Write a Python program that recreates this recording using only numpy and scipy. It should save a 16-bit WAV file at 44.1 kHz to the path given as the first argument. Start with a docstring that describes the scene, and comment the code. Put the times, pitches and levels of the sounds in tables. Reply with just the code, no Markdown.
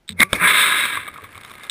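"""Compressed-air water cannon

The cannon fires straight up beside a sealed plastic case. The valve clicks, the barrel gulps,
air spits out in three main bursts and the water column leaves with a slap. Spray showers the
case, thins out and ends in single drops. The case colours clicks, air, slap, spray and drops."""
import sys
import numpy as np
from scipy import signal
from scipy.fft import rfft, irfft
from scipy.io import wavfile
from scipy.ndimage import uniform_filter1d, minimum_filter1d

SR = 44100
rng = np.random.default_rng(int(sys.argv[2]) if len(sys.argv) > 2 else 0)


def bounce(signal):
    """Save signal as a 16-bit WAV file at the path given by the first command-line argument."""
    frames = np.transpose(np.atleast_2d(signal))
    limited = np.clip(frames, -1, 1)
    pcm = np.round(limited * 32767).astype(np.int16)
    wavfile.write(sys.argv[1], SR, pcm)


N = 74970

# Spectral shapes. 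Each row: frequency in Hz, relative gain in dB.
OPEN_AIR_EQ = [(30, 0), (100, -3), (300, -12), (1000, -15), (4000, -24), (8000, -32), (15000, -36)]
RUMBLE_EQ = [(20, -38), (50, -3.5), (95, -0.5), (140, -1), (400, -4.5), (800, -11), (2500, -19),
             (6000, -79)]
PATTER_EQ = [(300, -5.5), (1200, 2.5), (2400, 0), (4500, -11), (6000, -20.5), (10000, -7), (15000, -31)]
CASE_EQ = [(30, -33), (80, -23.5), (180, -10.5), (300, -11.5), (600, -10), (850, -15), (1030, -1.5),
           (1280, 2.5), (1440, 1.5), (1660, 7.5), (1880, 1.5), (2150, 7.5), (2900, -9), (3650, 0),
           (4700, -25.5), (5300, -23.5), (6000, -38.5), (6700, -24.5), (7300, -28.5), (8300, -6.5),
           (9000, -17), (9850, -9), (10900, -16), (12000, -96), (13200, -13), (14150, -13), (15200, -21)]
DROP_BODY_EQ = [(60, 2), (400, 2), (800, -1.5), (1150, 1.5), (1650, -10), (2300, -6), (3600, -4),
                (6000, -16), (8300, -5.5), (14000, 2)]
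DROP_TICK_EQ = [(200, -27), (1000, -17), (2800, 0.5), (4500, 9.5), (6000, 19), (8300, 3), (11000, -1.5),
                (15000, -5)]
CLICK_EQ = [(200, -31), (1000, -22), (2000, -19), (3000, -8), (4000, 1), (6000, 2), (8300, -1),
            (10000, -18), (15000, -12)]
SURGE_EQ = [(200, -37), (800, -31), (1150, -10.5), (1500, -15), (1950, -21), (2200, -0.5), (2430, -3.5),
            (2750, -22), (5000, -25.5), (9000, -35), (9900, -19), (11500, -33), (14200, -25), (15500, -48)]
SLAP_EQ = [(60, 8), (300, 16.5), (750, 10), (1150, 0), (1650, -9), (2300, -0.5), (3600, 1.5), (6000, 8),
           (8300, 3), (14000, -1)]
AIR_EQ = [(60, 7), (220, 0), (400, 2.5), (800, 1.5), (1700, -7), (2800, -11.5), (3700, -6), (6000, 8.5),
          (8300, -4.5), (12000, -5.5), (15000, -7)]

# Noise envelopes. Each row: time in seconds, level in dB.
RUMBLE_ENVELOPE = [(0, -71), (.08, -65), (.12, -54.5), (.30, -54), (0.346, -29.5), (.39, -39), (.7, -54),
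                   (.98, -47.5), (1.30, -52), (1.69, -52)]
SURGE_ENVELOPE = [(.22, -80), (0.244, -40), (.285, -58), (.30, -45.5), (.325, -39), (.357, -24.5),
                  (.375, -33.5), (.41, -37), (.46, -30), (.52, -85)]
# Spray on the case. Each row: time in seconds, relative body and treble levels in dB.
SPRAY_FLOW = [(.2, -81, -80), (0.281, -50, -55), (.31, -45.5, -46), (.328, -46, -39), (0.341, -40, -52),
              (0.361, -27, -24), (0.374, -40, -37), (.385, -31, -36), (0.418, -14.5, -21),
              (0.439, -11, -16), (0.504, -13, -17), (0.531, -17, -21), (0.6, -15, -14.5), (0.742, -18, -23),
              (.81, -18.5, -21), (0.859, -21.5, -24.5), (0.911, -26, -29), (0.964, -24.5, -29.5),
              (0.989, -30, -37.5), (1.071, -37.5, -44.5), (1.14, -45.5, -57), (1.33, -48.5, -66),
              (1.55, -45.5, -57), (1.69, -45, -57)]

# Case resonances. Each row: frequency in Hz, T60 in seconds, gain over the broad response in dB.
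CASE_MODES = [(1016.4, 0.069, 6), (1250.5, 0.12, 8), (1643, 0.08, -0.5), (2092, 0.24, 3.5), (2301, 0.12, 3),
              (2690, 0.063, 1.5), (3540, 0.05, -1), (3814, 0.06, 6.5), (8320, 0.08, 6), (9780, 0.086, 9),
              (14150, 0.046, 1.5)]
WET_CASE_MODES = [(1150, .02, 2), (2230, .02, 0)]
# Modes of the cannon and its air. Each row: frequency in Hz, T60 in seconds, level in dB.
BARREL_MODES = [(94.2, 0.83, -36), (177.7, 0.47, -33), (222, .11, -22.5), (430, 0.099, -38)]
EMPTY_BARREL_MODES = [(175, 0.21, -21.5)]
MUZZLE_MODES = [(68, 0.07, -28), (135, 0.033, -16), (225, 0.026, -7), (340, 0.013, -9), (1080, 0.025, -18)]
CANNON_MODES = [(228.5, 0.055, -9), (415, 0.035, -22), (1152, 0.22, -21.5), (2230, 0.3, -41),
                (9880, 0.19, -37)]
AIR_COLUMN_MODES = [(155.5, 0.2, -23), (307.7, 0.17, -25.5), (464, 0.12, -21.5)]
RECOIL_MODES = [(129, 0.037, -15)]
# Case tones shaken by the air. 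Each row: frequency in Hz, relative level in dB, RMS wander in Hz.
SQUEAL_TONES = [(2176, -4, 92), (9880, -18, 123), (13900, -22.5, 174)]

# Heavy water landing. Each row: start in seconds, level in dB.
THUD_HITS = [(0.971, -40), (1.226, -38.5), (1.353, -37.5)]
# Water landing in water. Each row: start in seconds, pitch in Hz, T60 in seconds, level in dB.
BUBBLES = [(1.0795, 1215, 0.027, -23), (1.1593, 1290, 0.034, -26.5), (1.1846, 1130, 0.017, -23.5),
           (1.1923, 1130, 0.047, -31), (1.229, 433, .04, -36)]
# Large drops. Each row: start in seconds, relative level in dB, decay in seconds, tick offset in dB.
DROP_HITS = [(.853, -4, 0.0036, -5), (0.9726, -10.5, 0.0028, -8.5), (1.078, -12.5, 0.0046, -22),
             (1.084, -16, 0.0034, -17), (1.14, -26, 0.0083, -6), (1.160, -28.5, 0.0038, -12),
             (1.1786, -28.5, 0.0016, 5.5), (1.22, -29, 0.002, -4), (1.2385, -24, 0.015, -9),
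             (1.328, -29.5, 0.002, -10.5), (1.348, -28.5, 0.0027, -4), (1.3548, -21, 0.0015, -13),
             (1.3777, -22.5, 0.0019, 1.5), (1.4115, -24.5, 0.0028, -1), (1.4348, -28, 0.002, 3),
             (1.4486, -21.5, 0.0028, 1.5), (1.4615, -26, 0.0013, 0), (1.478, -29.5, 0.0021, 2),
             (1.4974, -29, 0.0042, 4), (1.507, -26, 0.0034, 0), (1.515, -20.5, 0.0022, -3),
             (1.538, -25, 0.00092, -1), (1.5453, -29, 0.0006, -2), (1.5537, -23.5, 0.0015, -2),
             (1.5815, -24, 0.0011, -7.5), (1.5967, -30, 0.001, -4), (1.634, -25, 0.01, 3),
             (1.6521, -24, 0.00082, -7), (1.668, -26, 0.0018, -10.5)]
# Valve clicks, the first air burst's crack, one late drop. Each row: start in seconds, level in dB.
CLICK_HITS = [(0.0786, -31.5), (0.0836, -35.5), (0.0913, -14.5), (0.0956, -30), (0.105, -27), (0.111, -30),
              (0.1208, -31.5), (0.1266, -35), (.2040, -3), (1.6975, -11)]
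# Water slaps. Each row: start in seconds, level in dB, decay in seconds.
SLAP_HITS = [(0.3302, -2.5, 0.0013), (.3310, 8, 0.0014), (0.334, -23.5, 0.025), (0.3419, -12, 0.0025)]
# Air bursts. Each row: centre in seconds, 1/e half-width in seconds, relative level in dB.
AIR_BURSTS = [(0.1933, 0.0023, -18.5), (0.2, 0.0023, -7.5), (0.2063, 0.0016, 6.5), (0.214, 0.0014, -6),
              (0.2186, 0.0015, 8.5), (0.2252, 0.0018, -4), (0.2313, 0.002, 14)]

SLOSH_WAVER, BARREL_ATTACK_S = 0.07, 0.011  # sloshing water bends the barrel's pitch by this share


def undb(db):
    return 10 ** (np.asarray(db) / 20)


def clock():
    return np.arange(N) / SR


def unit_rms(x):
    return x / np.sqrt(np.mean(x ** 2) + 1e-18)


def unit_peak(x):
    return x / np.max(abs(x))


def noise():
    return rng.standard_normal(N)


def envelope(points):
    return undb(np.interp(clock(), *np.array(points).T))


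def wobble(rate_hz):
    """Smooth random motion, unit RMS."""
    width = max(int(SR / rate_hz), 2)
    return unit_rms(uniform_filter1d(uniform_filter1d(noise(), width), width))


def response(*curves, size=4096):
    """Minimum-phase, unit-energy impulse response of EQ curves in series."""
    log_hz = np.log(np.arange(size // 2 + 1) * SR / size + 1)
    db = sum(np.interp(log_hz, np.log(eq[:, 0]), eq[:, 1]) for eq in map(np.array, curves))
    cepstrum = irfft(np.log(undb(db)))
    cepstrum[1:size // 2] *= 2
    cepstrum[size // 2 + 1:] = 0
    impulse = irfft(np.exp(rfft(cepstrum)))
    return impulse / np.linalg.norm(impulse)


def through(x, impulse):
    return signal.fftconvolve(x, impulse)[:N]


def hit_case(pushes, eq):
    """Impacts coloured by the case and their own EQ."""
    return through(pushes, unit_peak(response(CASE_EQ, eq)))


def strike(start_s, modes, attack_s, rise_oct_per_s=0, waver=0):
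    """Damped sines starting together; waver is RMS pitch deviation as a share."""
    age_s = np.maximum(clock() - start_s, 0)
    rings = 0
    for hz, t60_s, db in modes:
        pitch_hz = hz * 2 ** (rise_oct_per_s * np.minimum(age_s, t60_s))
        pitch_hz *= 1 + waver * wobble(rate_hz=70)
        phase = 2 * np.pi * np.cumsum(pitch_hz * (age_s > 0)) / SR
        rings += undb(db) * np.sin(phase) * np.exp(-np.log(1000) * age_s / t60_s)
    return rings * (1 - np.exp(-age_s / attack_s))


def resonate(x, modes, drift_hz=10):
    """Adds narrow resonances; water on the case keeps shifting their pitch."""
    out = x
    for hz, t60_s, db in modes:
        pole = np.exp(-np.log(1000) / t60_s / SR)
        carrier = np.exp(2j * np.pi * np.cumsum(hz + drift_hz * wobble(rate_hz=25)) / SR)
        ringing = carrier * signal.lfilter([1], [1, -pole], x / carrier)
        out = out + 2 * undb(db) * (1 - pole) * ringing.real
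    return out


def splat(start_s, decay_s, splash):
    """A sharp push, then a dying noise burst."""
    age_s = clock() - start_s
    push = np.maximum(1 - abs(age_s * SR), 0)
    burst = noise() * (age_s >= 0) * np.exp(-np.maximum(age_s, 0) / decay_s)
    return push + splash * burst


def grains(flow_db, ref_db=-14, ref_per_s=11000, db_per_decade=24.5, spread_db=3.5):
    """Tiny impacts near unit RMS; weaker flow makes them sparser."""
    rate_per_s = ref_per_s * 10 ** ((flow_db - ref_db) / db_per_decade)
    chance = np.minimum(rate_per_s / SR, 1)
    sizes = undb(spread_db * np.minimum(rng.exponential(size=N), 4)) * np.sign(noise())
    return unit_rms(sizes) * (rng.random(N) < chance) / np.sqrt(chance)


def background():
    """Low buffeting of water and wind over quiet open air."""
    rumble = through(noise(), response(RUMBLE_EQ)) * envelope(RUMBLE_ENVELOPE)
    return rumble + undb(-63.5) * through(noise(), response(OPEN_AIR_EQ))


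def patter(start_s=0.48, full_s=1.49):
    """Fine drops fall on the ground all around."""
    swell = np.interp(clock(), [start_s, full_s], [0, 1])
    flicker_db = 2.3 * wobble(rate_hz=120)
    return undb(-48.5 + flicker_db) * swell * through(grains(flow_db=-27), response(PATTER_EQ))


def thuds(hz=95.8, t60_s=0.21):
    """Heavy water lands softly."""
    return sum(strike(s, [(hz, t60_s, db)], attack_s=0.0038) for s, db in THUD_HITS)


def plops():
    """Trapped bubbles ring briefly."""
    return sum(strike(s, [(hz, t60_s, db)], attack_s=0.00049) for s, hz, t60_s, db in BUBBLES)


def barrel_hum():
    """The emptied barrel hums as the spray arrives."""
    return strike(start_s=0.415, modes=EMPTY_BARREL_MODES, attack_s=0.0058)


def drops():
    """Large drops splat on and around the case: dull body, bright tick."""
    bodies = sum(undb(db) * splat(s, decay_s, splash=0.17) for s, db, decay_s, _ in DROP_HITS)
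    ticks = sum(undb(db + tick_db) * splat(s, decay_s, splash=0.21)
                for s, db, decay_s, tick_db in DROP_HITS)
    dull = resonate(hit_case(bodies, DROP_BODY_EQ), WET_CASE_MODES)
    return undb(-5) * dull + undb(-10.5) * hit_case(ticks, DROP_TICK_EQ)


def spray(grit_band_hz=(2660, 8100), grit_step_s=0.472):
    """Droplets shower the case; fine ones bring the treble just after the heavy ones."""
    t = clock()
    times_s, *levels_db = np.array(SPRAY_FLOW).T
    body_db, treble_db = (np.interp(t, times_s, db) for db in levels_db)
    hits = grains(body_db) + undb(-7.5) * noise()
    body, body_and_grit = (signal.sosfiltfilt(signal.butter(6, hz, fs=SR, output="sos"), hits)
                           for hz in grit_band_hz)
    grit = (body_and_grit - body) * undb(np.where(t > grit_step_s, 1, -9.5))
    fizz = hits - body_and_grit
    pushes = body * undb(body_db - 2.5) + (grit + fizz) * undb(treble_db + 2.5)
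    return resonate(through(pushes, response(CASE_EQ)), CASE_MODES)


def clicks():
    """Sharp clicks on the case: the valve, the first air burst's crack, and one late drop."""
    pushes = sum(undb(db) * splat(s, decay_s=0.0023, splash=0.19) for s, db in CLICK_HITS)
    return hit_case(pushes, CLICK_EQ)


def gulp():
    """The barrel's air column rings as the valve opens."""
    return strike(start_s=0.096, modes=BARREL_MODES, attack_s=BARREL_ATTACK_S, waver=SLOSH_WAVER)


def surge():
    """Water races up the barrel with a hollow rush."""
    return through(noise(), response(SURGE_EQ)) * envelope(SURGE_ENVELOPE)


def slap():
    """The water column breaks out: a crack and a muzzle thump."""
    pushes = sum(undb(db) * splat(s, decay_s, splash=0.15) for s, db, decay_s in SLAP_HITS)
    thump = strike(start_s=0.3303, modes=MUZZLE_MODES, attack_s=0.00047)
    return hit_case(pushes, SLAP_EQ) + thump


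def kick(start_s=0.2):
    """The cannon rings and recoils; air above the climbing water shortens and rises in pitch."""
    column = strike(start_s, AIR_COLUMN_MODES, BARREL_ATTACK_S, rise_oct_per_s=3.9, waver=SLOSH_WAVER / 2)
    ring = strike(start_s, CANNON_MODES, attack_s=0.0037, waver=0.014)
    recoil = strike(start_s=0.226, modes=RECOIL_MODES, attack_s=0.0034)
    return column + ring + recoil


def blast(crest_s=0.22, rise_s=0.016, fall_s=0.013, fade_in_s=(0.16, 0.18), wander_hz=680):
    """Air swells and spits in bursts that make the case squeal."""
    t = clock()
    rush = undb(-12) / (np.exp((crest_s - t) / rise_s) + np.exp((t - crest_s) / fall_s))
    rush *= np.interp(t, fade_in_s, [0, 1])
    bursts = sum(undb(db) * np.exp(-((t - s) / width_s) ** 2) for s, width_s, db in AIR_BURSTS)
    squeal = 0
    for hz, db, depth_hz in SQUEAL_TONES:
        pitch_hz = hz + depth_hz * wobble(wander_hz)
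        squeal += undb(db) * np.sin(2 * np.pi * np.cumsum(pitch_hz) / SR)
    air = undb(-14) * through(noise(), response(CASE_EQ, AIR_EQ))
    squeal *= undb(0.86 * wobble(wander_hz))
    return (rush + bursts) * (squeal + air)


def scene():
    shot = clicks() + gulp() + blast() + kick() + surge() + slap()
    aftermath = spray() + drops() + plops() + barrel_hum() + thuds() + patter()
    return (shot + aftermath + background())[None]


def record(dry, window_s=0.0008, cutoff_hz=15350):
    """Fast peak limiter, then a steep low-pass."""
    width = int(window_s * SR)
    needed_gain = 1 / np.maximum(abs(dry), 1)
    gain = uniform_filter1d(minimum_filter1d(needed_gain, width), width)
    lowpass = signal.ellip(12, 0.2, 95, cutoff_hz, fs=SR, output="sos")
    return signal.sosfilt(lowpass, dry * gain)


dry = scene()
out = record(dry)
bounce(out)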